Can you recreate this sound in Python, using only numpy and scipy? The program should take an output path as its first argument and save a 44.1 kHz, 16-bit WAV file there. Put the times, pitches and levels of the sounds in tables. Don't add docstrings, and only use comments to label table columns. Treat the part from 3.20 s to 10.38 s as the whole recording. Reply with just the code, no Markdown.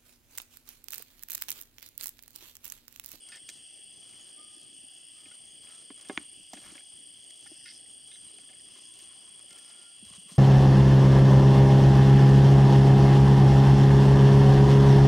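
import sys
import numpy as np
from scipy import signal
from scipy.io import wavfile
from scipy.ndimage import uniform_filter1d

SR = 44100
rng = np.random.default_rng(int(sys.argv[2]) if len(sys.argv) > 2 else 0)


def generate_wav(signal):
    frames = np.transpose(np.atleast_2d(signal))
    scaled = np.clip(frames, -1, 1) * 32767
    pcm = np.round(scaled).astype(np.int16)
    wavfile.write(sys.argv[1], SR, pcm)


def convert_level_to_amplitude(level_db):
    exponent = np.asarray(level_db, float) / 20
    return 10 ** exponent


N = 316638

# f/Hz, level/dB
AIR = [(12, -53), (20, -6), (43, -15), (87, -2.5), (180, -3), (300, 0.5), (499, -9.5), (721, -9),
       (831, -7.5), (902, -36), (1080, -13), (1270, -23), (1700, -11), (2400, -12), (2600, -21),
       (3380, -36), (5720, -120)]
HISS = [(1200, -34), (2200, -33), (3000, -5), (3700, -20), (5000, -1), (7400, -17), (8600, 12), (9020, 4),
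        (9080, -14), (9230, -9), (9400, -5.5), (9600, -11.5), (9780, -12), (12000, -23), (16000, -18.5)]
# f/Hz, likeness (1 = same)
EAR_LIKENESS = [(60, 0.28), (130, 0.27), (290, 0.43), (640, 0.61), (1410, 0.5), (3100, 0.78), (6820, 1),
                (15000, 0.066)]
# t/s, lead/chirps
CRICKET_LEAD = [(0, 0.071), (.5, 0.089), (1, 0.12), (2, .18), (2.5, .17), (3.6, 0.089), (4, 0.11),
                (4.5, .16), (6.5, 0.16), (7.2, 0.2)]
# f/Hz, left/dB, right/dB, right ear's lead/rad
TRUNK_ECHOES = [(8063, -20, -19, -0.1), (8091, -19, -20, -0.2), (8122, -15, -15, -0.1),
                (8154, -15, -17, -0.3), (8211, -11, -14, -0.3), (8266, -17, -18, -0.7),
                (8293, -15, -13, -0.2), (8328, -10, -14, -0.4), (8349, -9, -16, 0.0), (8421, -4, -2, -0.2),
                (8452, -7, -7, -0.1), (8471, -8, -8, 0.0), (8500, -6, -6, -0.4), (8546, -4, -4, -0.1),
                (8581, -6, -10, 0.1), (8600, -3, -3, -0.3), (8663, -7, -7, -0.2), (8699, -11, -13, -0.9),
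                (8729, -6, -8, 0.3), (8765, 3, 1, -1.0), (8800, -13, -10, -1.3), (8821, -4, -11, -1.4),
                (8847, -7, -8, -0.6), (8876, 2, -4, -0.6), (8901, 0, -4, -0.1), (8970, -9, -8, -0.6),
                (9006, -6, -8, -0.3), (9029, -13, -16, -0.3)]
# t/s, level/dB
SHIMMER_CHANGES = [(0.0, 1.5), (0.46, -7), (0.68, -3), (0.98, -6), (1.42, -5), (1.78, -4), (1.99, -4),
                   (3.0, -1), (3.1, 7), (3.17, -7), (3.3, -6), (4.06, -7), (5.56, -3), (6.28, -2.5), (6.66, -3)]
CHIRP_THROBS = [(1, .286, 1.0), (2, .27, -1.5), (3, .2, .15), (4, .13, -2.27), (6, .36, -.2),
                (10, .16, -1.6)]
# f/Hz, width/Hz, pulse rate/Hz, level/dB
CHORUS_VOICES = [(2628, 110, 83, -75.5), (2960, 220, 78, -65.5), (3056, 240, 57, -65), (3230, 52, 110, -68),
                 (3256, 82, 86, -66), (3317, 59, 40, -65), (3353, 160, 120, -66.5), (4550, 250, 70, -73.5),
                 (4890, 240, 110, -70), (6986, 190, 83, -76)]
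# start/s, end/s, level/dB, brightness/dB
CLOTH_STROKES = [(0.05, 0.196, -65.5, -3), (0.264, 0.395, -67, 7.5), (0.79, 1.15, -68, -4),
                 (1.293, 1.46, -79, 7), (1.936, 2.192, -73, -4), (2.405, 2.667, -64.5, -3.5),
                 (2.732, 3.085, -66, -6.5), (3.303, 3.624, -61, -3.5), (4.05, 4.352, -89, 16),
                 (4.415, 4.62, -75, 8), (4.814, 5.413, -78, -5), (5.438, 5.657, -69.5, -3),
                 (5.735, 5.86, -66.5, 3), (5.838, 6.285, -81, -16.5), (6.237, 6.702, -72.5, -10),
                 (6.828, 7.002, -66.5, -4), (7.066, 7.302, -62, 1.5)]
# low/Hz, high/Hz, level/dB, share of brightness, side share
CLOTH_RANGES = [
    (120, 770, -5, -0.55, 0.49),
    (980, 3090, -2.5, -1, 0.32),
    (3750, 7550, 5, 0.67, 0.084),
    (9050, 13100, -6, 0.97, 1),
]
# t/s, peak/dB, f/Hz, t60/s (t60 = time to fade by 60 dB)
TAPS = [(.0654, -55, 2200, .012), (0.096, -57, 1440, 0.11), (.109, -50, 6500, .012),
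        (2.0572, -41, 2520, .012), (2.977, -37, 1150, 0.014), (2.8972, -32, 2700, 0.006),
        (3.3355, -47, 1200, .015), (3.489, -53, 290, 0.044), (3.503, -50, 2300, .02),
        (3.552, -46, 290, .05), (3.553, -45.5, 1650, .03), (3.606, -50, 1700, .02), (3.607, -53, 2300, .02),
        (4.106, -54, 1950, .02), (4.262, -51.5, 1410, 0.036), (4.274, -50, 1780, 0.033),
        (4.345, -63, 2150, .02), (4.412, -57, 1900, .02), (4.598, -58, 2000, .02), (4.659, -54, 1970, .02),
        (2.114, -55, 1450, 0.066), (.1695, -44, 5250, .014), (2.8975, -33, 960, .012),
        (2.9765, -32, 900, .008), (2.9762, -22, 3300, .004), (5.396, -46, 5100, 0.017),
        (5.185, -46, 2600, 0.013), (5.788, -54, 12000, .01), (5.788, -62, 12800, .01),
        (5.799, -62, 14700, .01), (5.825, -54.5, 336, .06), (6.235, -56, 570, .05), (5.31, -59, 750, .06),
        (2.7045, -47, 1050, .02), (3.555, -51, 560, 0.047), (3.565, -55, 730, .04), (3.371, -50, 600, .03),
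        (2.534, -64, 1600, .2), (2.9775, -28, 1660, 0.011),
        (.1455, -44, 4900, .01), (.159, -45, 5300, .012), (.0895, -50, 5600, .012),
         (.121, -48, 5200, .012), (.1685, -47, 2000, .012), (.123, -45, 2600, .02),
         (2.7035, -45, 2050, .012), (2.7035, -46, 760, .016), (2.909, -37, 400, .025),
         (2.909, -42, 900, .02), (2.928, -44, 290, .04), (3.371, -45, 1700, .014),
         (3.4386, -48, 1750, .014), (3.4386, -50, 2250, .014), (3.579, -43, 2500, .012),
         (3.335, -38, 260, .04), (3.384, -47, 230, .03), (4.259, -53, 810, .04), (4.316, -53, 640, .04),
         (5.29, -53, 1750, .03), (5.357, -57, 1750, .025), (5.398, -55, 1900, .025),
         (5.557, -55, 1080, .03), (5.557, -57, 1750, .025), (5.135, -55, 420, .05), (3.012, -47, 290, .04),
         (.2345, -56, 2000, .02)]
# t/s, peak/dB, f/Hz, t60/s
BUTTON_CLICK = [(.289, -33, 2450, .011), (.2905, -38, 4810, .009), (.2905, -39, 4020, .009),
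                (.2905, -46, 6450, .008), (.29, -43, 8890, .006), (.289, -42, 1900, .01),
                (.297, -44, 7800, .008), (.2975, -48, 4300, .008), (.29, -60, 640, .015)]
# t/s, peak/dB, f/Hz, t60/s
CRACK = [(2.9736, -28, 2500, .004), (2.9761, -3.5, 2150, .0023), (2.9761, -26, 6300, .002),
         (2.976, -24, 310, .022), (2.9765, -29, 700, .012), (2.896, -23, 290, .03),
         (2.897, -30, 1640, .022), (2.7038, -41, 1400, .008), (3.333, -31, 720, .022),
         (3.334, -44, 205, .05)]
# t/s, peak/dB, f/Hz
BUMPS = [(1.368, -50.5, 300), (1.524, -53, 297), (1.635, -50, 270), (2.06, -47.5, 286),
         (2.7033, -35.5, 284), (2.8962, -34, 397), (2.998, -40.5, 285), (3.361, -45, 295),
         (3.521, -43.5, 300), (4.315, -41.5, 324), (6.59, -54.5, 355), (6.825, -38, 201), (6.905, -40, 167),
         (6.978, -38, 172), (7.056, -44, 180), (7.115, -34, 169), (7.139, -44.5, 253)]
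# f/Hz, level/dB, t60/s
HOLLOW_CASE = [(604, 7.5, 0.021), (762, -6.5, 0.083), (915, -12, 0.07), (1090, -13, 0.092),
               (1225, -10, 0.041), (1470, -16, 0.04)]
# t/s, peak/dB, snap/dB
TICKS = [(0.088, -50.5, 11), (0.1591, -53, 14.5), (0.29, -42, 14), (0.2977, -49, 16), (2.0093, -66, 17),
         (2.469, -50, -6), (2.8114, -59, 18), (2.849, -47, -3), (2.8868, -57.5, 17.5), (3.416, -58, 7),
         (4.1045, -57, 12), (5.4034, -56, -2), (5.533, -63, 13), (5.739, -60, 16), (5.7894, -60, 17),
         (5.8, -53, 8), (6.289, -57, 5), (6.3068, -49, 8.5), (6.3277, -50.5, 7), (6.385, -51, 10),
         (6.6794, -67, 6), (6.7694, -67, 8), (6.851, -61, 19), (6.8994, -63, 10), (7.1172, -66, 14)]
# t/s, peak/dB, weight/dB, snap/dB
KNOCKS = [(0.119, -45.5, -13, -6), (0.1347, -52, -28, -4), (0.147, -53, -20, -7), (0.1704, -51, -25, -4),
          (0.9321, -50, -9.5, -4), (2.0569, -51, -10, -8), (2.1134, -48, -12, -15),
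          (2.7037, -49.5, 2.5, -14), (2.8964, -35.5, -3, -21), (2.9078, -56, 6, -14),
          (3.3334, -42, -4, 6.5), (3.3703, -44, -3, -4), (3.4396, -54, -4, -8), (3.5533, -46.5, -11, -11),
          (3.5792, -42, -32, -17), (4.261, -47, -19, -21), (4.4591, -47, -15, -2), (4.9135, -46.5, -18, -8),
          (4.955, -49, -24, -2), (5.185, -54, -3, -4), (5.2945, -51.5, -8, -9), (5.3302, -52, -10, -11),
          (5.56, -57, 1, -4), (6.5056, -53, -24, -8)]
# f/Hz, width/Hz, level/dB
SHELL_RINGS = [(1442, 38, -2), (1785, 50, 3), (2120, 46, 0), (2606, 98, 0), (3670, 120, -5.5),
               (4500, 60, -4), (5050, 74, 2), (5300, 110, -15)]
# start/s, end/s, level/dB, slip rate/Hz
STUTTERS = [(.116, 0.143, -51.5, 300), (0.141, 0.165, -51.5, 300), (.167, .186, -58, 300),
            (4.454, 4.505, -50.5, 420), (4.499, 4.527, -58, 420), (4.905, 4.97, -70, 420)]
# t/s, f/Hz, length/s, level/dB
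PEEPS = [(0.316, 6660, 0.13, -65), (.7, 6200, 0.12, -61), (0.99, 6670, 0.059, -55),
         (1.52, 6340, 0.098, -62), (1.704, 6600, 0.13, -62), (2.237, 6480, 0.14, -60),
         (2.906, 6500, 0.11, -60), (3.598, 6300, 0.13, -62), (4.007, 6600, 0.1, -62),
         (4.227, 6260, .08, -68), (4.653, 6700, 0.13, -62), (4.91, 6260, .09, -58),
         (5.583, 6560, 0.14, -61), (6.47, 6200, 0.081, -72)]
# start/s, end/s, pulse rate/Hz
RATTLES = [(.33, .76, 102.73), (1.52, 2.04, 102.76), (2.98, 3.3, 102.67), (4.2, 4.48, 102.95),
           (5.45, 5.9, 102.79), (6.73, 7.2, 102.79)]
# multiple, level/dB
VOCAL_SAC = [(25, -85), (26, -74), (27, -71.5), (28, -76), (29, -69), (30, -79)]
# start/s, end/s, first f/Hz, last f/Hz, level/dB
WHISTLES = [
    (1.151, 1.423, 1195, 1225, -69),
    (1.397, 1.55, 1225, 1230, -80),
    (1.92, 2.142, 1206, 1270, -73.5),
    (2.372, 2.63, 1236, 1400, -74),
    (6.295, 6.45, 1393, 1392, -64.5),
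    (6.418, 6.782, 1354, 1407, -65),
]
# t/s, peak/dB, f/Hz
JOLTS = [
    (2.974, -51, 70.4),
    (3.334, -64, 60),
    (3.5, -69, 60),
]
# start/s, end/s, last level/dB
BUZZES = [
    (4.242, 4.593, -63),
    (5.431, 5.693, -70.5),
    (6.279, 6.518, -69.5),
]
# start/s, end/s, low/Hz, high/Hz, level/dB
SCRAPES = [ (4.48, 4.523, 4300, 5600, -55), (4.903, 4.973, 3500, 3970, -59),
           (5.075, 5.102, 3860, 4100, -66), (5.133, 5.16, 3860, 4100, -66),
           (5.505, 6.313, 980, 1120, -79.5), (6.851, 7.008, 1010, 1170, -73),
           (7.061, 7.25, 1005, 1160, -70), (6.795, 7.012, 60, 132, -65)]
# f/Hz, width/Hz, depth (0-1)
HOUSING_DIPS = [(496, 59, 1), (1555, 98, 0.97)]
# f/Hz, left minus right/dB
PORTS = [(130, 1.2), (350, -1.3), (700, -2.5), (1300, -2.5), (2200, -0.2), (4400, 0.2), (8500, 0.2),
         (14000, 0.5)]


def evened(x):
    return x / np.sqrt(np.mean(x ** 2) + 1e-20)


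def read(points, hz):
    f, value = np.transpose(points)
    return np.interp(np.log(hz + 1), np.log(f + 1), value)


def add(mix, s, sound):
    part = mix[round(s * SR):][:len(sound)]
    part += sound[:len(part)]


def band(x, lo_hz, hi_hz):
    return signal.sosfilt(signal.butter(4, [lo_hz, hi_hz], "band", fs=SR, output="sos"), x)


def ring(x, hz, width, turn=0):
    r, w = np.exp(-np.pi * width / SR), 2 * np.pi * hz / SR
    zeros = 2 * (1 - r) * np.array([np.cos(turn), -r * np.cos(turn - w)])
    return signal.lfilter(zeros, [1, -2 * r * np.cos(w), r * r], x)


def shell(x):
    return sum((-1) ** k * convert_level_to_amplitude(db) * ring(x, hz, width) for k, (hz, width, db) in enumerate(SHELL_RINGS))


def wander(per_s):
    knots = rng.standard_normal(1300)
    curve = np.interp(np.arange(N) * per_s / SR, np.arange(1300), knots)
    return evened(uniform_filter1d(curve, 100))


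def pulses(per_s, jitter):
    turns = np.cumsum(per_s * (1 + jitter * wander(40))) / SR
    return np.diff(np.floor(turns), prepend=0)


def forest(x, t60, wet_db):
    t = np.arange(SR // 5) / SR
    taps = rng.standard_normal((2, len(t))) * (rng.random((2, len(t))) < .3) * convert_level_to_amplitude(-60 * t / t60)
    taps *= convert_level_to_amplitude(wet_db) / np.linalg.norm(taps, axis=1, keepdims=True)
    return x + signal.fftconvolve(x[None], taps, axes=1)[:, :N]


def night_air(spectrum, db, patchy_db):
    hz = np.fft.rfftfreq(2048, 1 / SR)
    a, b, c, d, patches = rng.standard_normal((N // 512 + 5, len(hz), 5)).T
    patches = evened(uniform_filter1d(uniform_filter1d(patches, 20, 0), 8, 1))
    same = np.clip(read(EAR_LIKENESS, hz), -1, 1)[:, None]
    left = a + 1j * b
    right = same * left + np.sqrt(1 - same ** 2) * (c + 1j * d)
    z = np.array([left, right]) * convert_level_to_amplitude(read(spectrum, hz)[:, None] + patchy_db * patches)
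    return convert_level_to_amplitude(db) * evened(signal.istft(z, nperseg=2048, noverlap=1536)[1][:, :N])


def near_cricket(start=.46, stroke=0.6015, high_hz=9100, low_hz=7950, slip=0.13, carry=.47, stray=.27,
                 width=10.2, twist=3.1):
    chirps_per_s, wing_hz = 29.71, 8700
    change_s, shimmer_db = 0.075, 3.5
    t = np.arange(N) / SR
    drift = np.interp(t, *np.transpose(CRICKET_LEAD))
    turns = chirps_per_s * t + drift - start + 1
    count, u = turns.astype(int), turns % 1 / stroke
    slips, size = rng.standard_normal((300, 2)).T
    slow_slips = evened(uniform_filter1d(slips[::-1], size=7))
    cycles = stroke / chirps_per_s * (high_hz * u - (high_hz - low_hz) * u ** 2 / 2)
    cycles += np.cumsum(slip * slips + stray * slow_slips)[count]
    cycles += carry * count - wing_hz / chirps_per_s * drift[np.searchsorted(count, count)]
    swell = np.sin(np.pi * np.minimum(u, 1)) ** 0.24
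    song = np.sin(2 * np.pi * cycles) * swell * convert_level_to_amplitude(0.55 * size[count])

    change_db = sum(db * np.maximum(1 - abs(t - s) / change_s / 2, 0) for s, db in SHIMMER_CHANGES)
    shimmer = convert_level_to_amplitude(shimmer_db + change_db)
    heard = np.zeros((2, N))
    for k, (hz, left_db, right_db, lead) in enumerate(TRUNK_ECHOES):
        path = song * (shimmer if 8860 < hz < 8930 else 1)
        left = convert_level_to_amplitude(left_db) * ring(path, hz, width, k * twist)
        right = convert_level_to_amplitude(right_db) * ring(path, hz, width, k * twist + 1.7 * lead)
        heard += [left, right]
    heard *= 1 + sum(depth * np.cos(2 * np.pi * k * (turns + start) + lag) for k, depth, lag in CHIRP_THROBS)
    heard = signal.sosfilt(signal.ellip(8, .5, 30, 9040, fs=SR, output="sos"), heard)
    return evened(band(heard, 8070, 9240)) * convert_level_to_amplitude(-53.27)


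def far_chorus(blur=0.44):
    out = np.zeros(N)
    for hz, width, per_s, db in CHORUS_VOICES:
        drive = evened(pulses(per_s, .06)) * (1 - blur) + blur * rng.standard_normal(N)
        out += convert_level_to_amplitude(db + 0.35 * wander(9.4)) * evened(ring(ring(drive, hz, width), hz, width))
    return forest(out, 0.31, -7.5) * convert_level_to_amplitude([[.6], [-.6]])


def cloth_rustle(grains_per_s=3000, spread_db=2.5):
    stir_db, stir_rise_db_per_s, soft_ends = -78, 1.15, 0.39
    grain_size = convert_level_to_amplitude(spread_db * np.minimum(rng.exponential(1, N), 4))
    grains = rng.standard_normal((2, N)) * grain_size * (rng.random(N) < grains_per_s / SR)
    grains *= convert_level_to_amplitude(1.6 * wander(45))
    out = np.zeros((2, N))
    for lo_hz, hi_hz, range_db, share, wide in CLOTH_RANGES:
        level = convert_level_to_amplitude(stir_db + stir_rise_db_per_s * np.arange(N) / SR)
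        for t0, t1, db, bright_db in CLOTH_STROKES:
            swell = signal.windows.tukey(round((t1 - t0) * SR), soft_ends)
            add(level, t0, convert_level_to_amplitude(db + share * bright_db) * swell)
        mid, side = evened(band(grains, lo_hz, hi_hz)) * level * convert_level_to_amplitude(range_db - 5.0 + 2.1 * wander(30))
        out += [mid + wide * side, mid - wide * side]
    return out


def handling():
    hits = band(taps_and_bumps() + knocks_and_ticks(), 161, 16000)
    return forest(band(hits + scrapes() + fingernail(), 55, 18000), .06, -14)


def taps_and_bumps():
    out, t = np.zeros(N), np.arange(5000) / SR
    bumps = [(*row, 0.045) for row in BUMPS]
    case_s, case_db = 2.8975, -33.5
    case = [(case_s, case_db + db, hz, t60) for hz, db, t60 in HOLLOW_CASE]
    for s, db, hz, t60 in bumps + CRACK + BUTTON_CLICK + TAPS + case:
        soft_start = 1 - np.exp(-t * hz / .45)
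        add(out, s, convert_level_to_amplitude(db - 60 * t / t60) * soft_start * np.sin(2 * np.pi * hz * t))
    return out


def knocks_and_ticks():
    knock_t60, tick_t60, body_t60 = .03, .019, .05
    tick_weight_db, shell_ring_db, fizz_db = -9.5, 9, -15
    out, t = np.zeros(N), np.arange(5000) / SR
    hits = [(*row, knock_t60) for row in KNOCKS]
    hits += [(s, db, tick_weight_db, snap_db, tick_t60) for s, db, snap_db in TICKS]
    s, db, weight_db, snap_db, t60 = np.transpose(hits)[:, :, None]
    noise = rng.standard_normal((len(hits), len(t)))
    bursts = noise * convert_level_to_amplitude(-60 * t / t60)
    bodies = noise * convert_level_to_amplitude(-60 * t / body_t60)
    ringing = bursts + convert_level_to_amplitude(shell_ring_db) * shell(bursts)
    parts = [(band(bodies, 187, 690), weight_db),
             (band(bodies, 670, 1670), weight_db - 19),
             (band(ringing, 1520, 3360), 0),
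             (band(bursts, 3970, 9000), snap_db),
             (band(bursts, 12300, 16000), fizz_db + snap_db)]
    sounds = sum(convert_level_to_amplitude(db + rel_db) * p / abs(p).max(1, keepdims=True) for p, rel_db in parts)
    for start, sound in zip(s[:, 0], sounds):
        add(out, start, sound)
    return out


def fingernail():
    out = np.zeros(N)
    for t0, t1, db, per_s in STUTTERS:
        luck, size = rng.random(5000), rng.standard_normal(5000)
        slips = (size * (0.085 + (luck < per_s / SR)))[:round((t1 - t0) * SR)]
        sound = shell(slips) + convert_level_to_amplitude(-17.5) * band(slips, 1620, 4300)
        add(out, t0, convert_level_to_amplitude(db) * evened(sound) * signal.windows.tukey(len(slips), .2))
    return out


def peeps():
    out = np.zeros(N)
    for s, hz, length, db in PEEPS:
        noise = rng.standard_normal(6000)[:round(length * SR)]
        tone = evened(ring(ring(noise, hz, 260), hz, 260))
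        add(out, s, convert_level_to_amplitude(db - 7.5) * tone * np.hanning(len(noise)) ** .5)
    return out


def frog_rattle():
    swell_db = 1.0
    out, swells = np.zeros(N), [wander(9.4) for line in VOCAL_SAC]
    for t0, t1, per_s in RATTLES:
        t = np.arange(0, min(t1, N / SR - .001) - t0, 1 / SR)
        lines = np.zeros(len(t))
        for (k, db), swell in zip(VOCAL_SAC, swells):
            level = convert_level_to_amplitude(db + swell_db * swell[round(t0 * SR):][:len(t)])
            lines += level * np.cos(2 * np.pi * k * per_s * t + k * k)
        add(out, t0, np.sqrt(2) * lines * signal.windows.tukey(len(t), .25))
    return out * convert_level_to_amplitude([[1.2], [-1.2]])


def bird_whistles():
    level_climb_hz, swell_db_per_hz = 75, .22
    glide_hz_per_s, waver_hz = 480, 7
    out, flutter = np.zeros(N), wander(25)
    for t0, t1, first_hz, last_hz, db in WHISTLES:
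        t = np.arange(0, t1 - t0, 1 / SR)
        hz = np.minimum(first_hz + glide_hz_per_s * t, last_hz)
        swell_db = swell_db_per_hz * (last_hz - first_hz - level_climb_hz) * (t / t[-1] - .5)
        tone = np.sqrt(2) * np.sin(2 * np.pi * np.cumsum(hz + waver_hz * flutter[-len(t):]) / SR)
        level = convert_level_to_amplitude(db - 7.5 + swell_db + 2.7 * flutter[round(t0 * SR):][:len(t)])
        add(out, t0, level * tone * signal.windows.tukey(len(t), .4))
    return out


def jolts():
    out, t = np.zeros(N), np.arange(4000) / SR
    for s, db, hz in JOLTS:
        add(out, s, convert_level_to_amplitude(db) * np.exp(-t * hz * .9) * np.sin(2 * np.pi * hz * t))
    return out * convert_level_to_amplitude([[-5], [5]])


def katydid_buzzes():
    scrapes_per_s, swell_db_per_s = 145.5, 22
    overtone_hz, sag_hz_per_s = 10700, 1800
    out = np.zeros(N)
    for t0, t1, db in BUZZES:
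        t = np.arange(t0, t1, 1 / SR)
        beat = t * scrapes_per_s
        clicks = 10.5 * (np.diff(beat % 1, prepend=0) < 0)
        scrape = clicks + np.exp(-(beat % 1) / 0.3) * rng.standard_normal(SR)[:len(t)]
        sink = np.cos(np.pi * sag_hz_per_s * (t - t0) ** 2 + 2 * np.pi * (16000 - overtone_hz) * (t - t0))
        overtone = band(sink * ring(ring(scrape, 15800, 1500), 15800, 1500), 9300, 12500)
        wings = ring(ring(scrape, 5250, 550), 5010, 500)
        wings += 0.46 * ring(ring(scrape, 5720, 300), 5720, 300) + convert_level_to_amplitude(-11.5) * overtone
        level = convert_level_to_amplitude(db + 7.5 - swell_db_per_s * (t1 - t))
        add(out, t0, level * evened(wings) * signal.windows.tukey(len(t), .15))
    return out


def scrapes():
    out, grain_db = np.zeros(N), 3
    for t0, t1, lo_hz, hi_hz, db in SCRAPES:
        grains = (rng.standard_normal(SR) * convert_level_to_amplitude(grain_db * wander(250)[:SR]))[:round((t1 - t0) * SR)]
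        sound = evened(band(grains, lo_hz, hi_hz))
        add(out, t0, convert_level_to_amplitude(db + 0.5) * sound * signal.windows.tukey(len(grains), .45))
    return out


def scene():
    callers = forest(peeps() + bird_whistles() + katydid_buzzes(), 0.22, -12.0)
    far = near_cricket() + far_chorus() + frog_rattle() + callers
    near = cloth_rustle() + handling() * convert_level_to_amplitude([[-0.3], [0.3]])
    for hz, width, depth in HOUSING_DIPS:
        near = near - depth * ring(near, hz, width)
    air = night_air(AIR, -67.0, 2.23) + night_air(HISS, -56, 2.5)
    return far + near + jolts() + air


def roll_off(x):
    return signal.sosfilt(signal.butter(12, 16420, fs=SR, output="sos"), x)


def record(dry):
    hz = np.linspace(0, SR / 2, 513)
    ports = [signal.firwin2(511, hz, convert_level_to_amplitude(way * read(PORTS, hz) / 2), fs=SR) for way in (1, -1)]
    coloured = signal.oaconvolve(dry, ports, "same", axes=1)
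    limited = signal.oaconvolve(coloured, signal.firwin(401, 15760, fs=SR)[None], "same")
    return roll_off(limited)


dry = scene()
out = record(dry)
generate_wav(out)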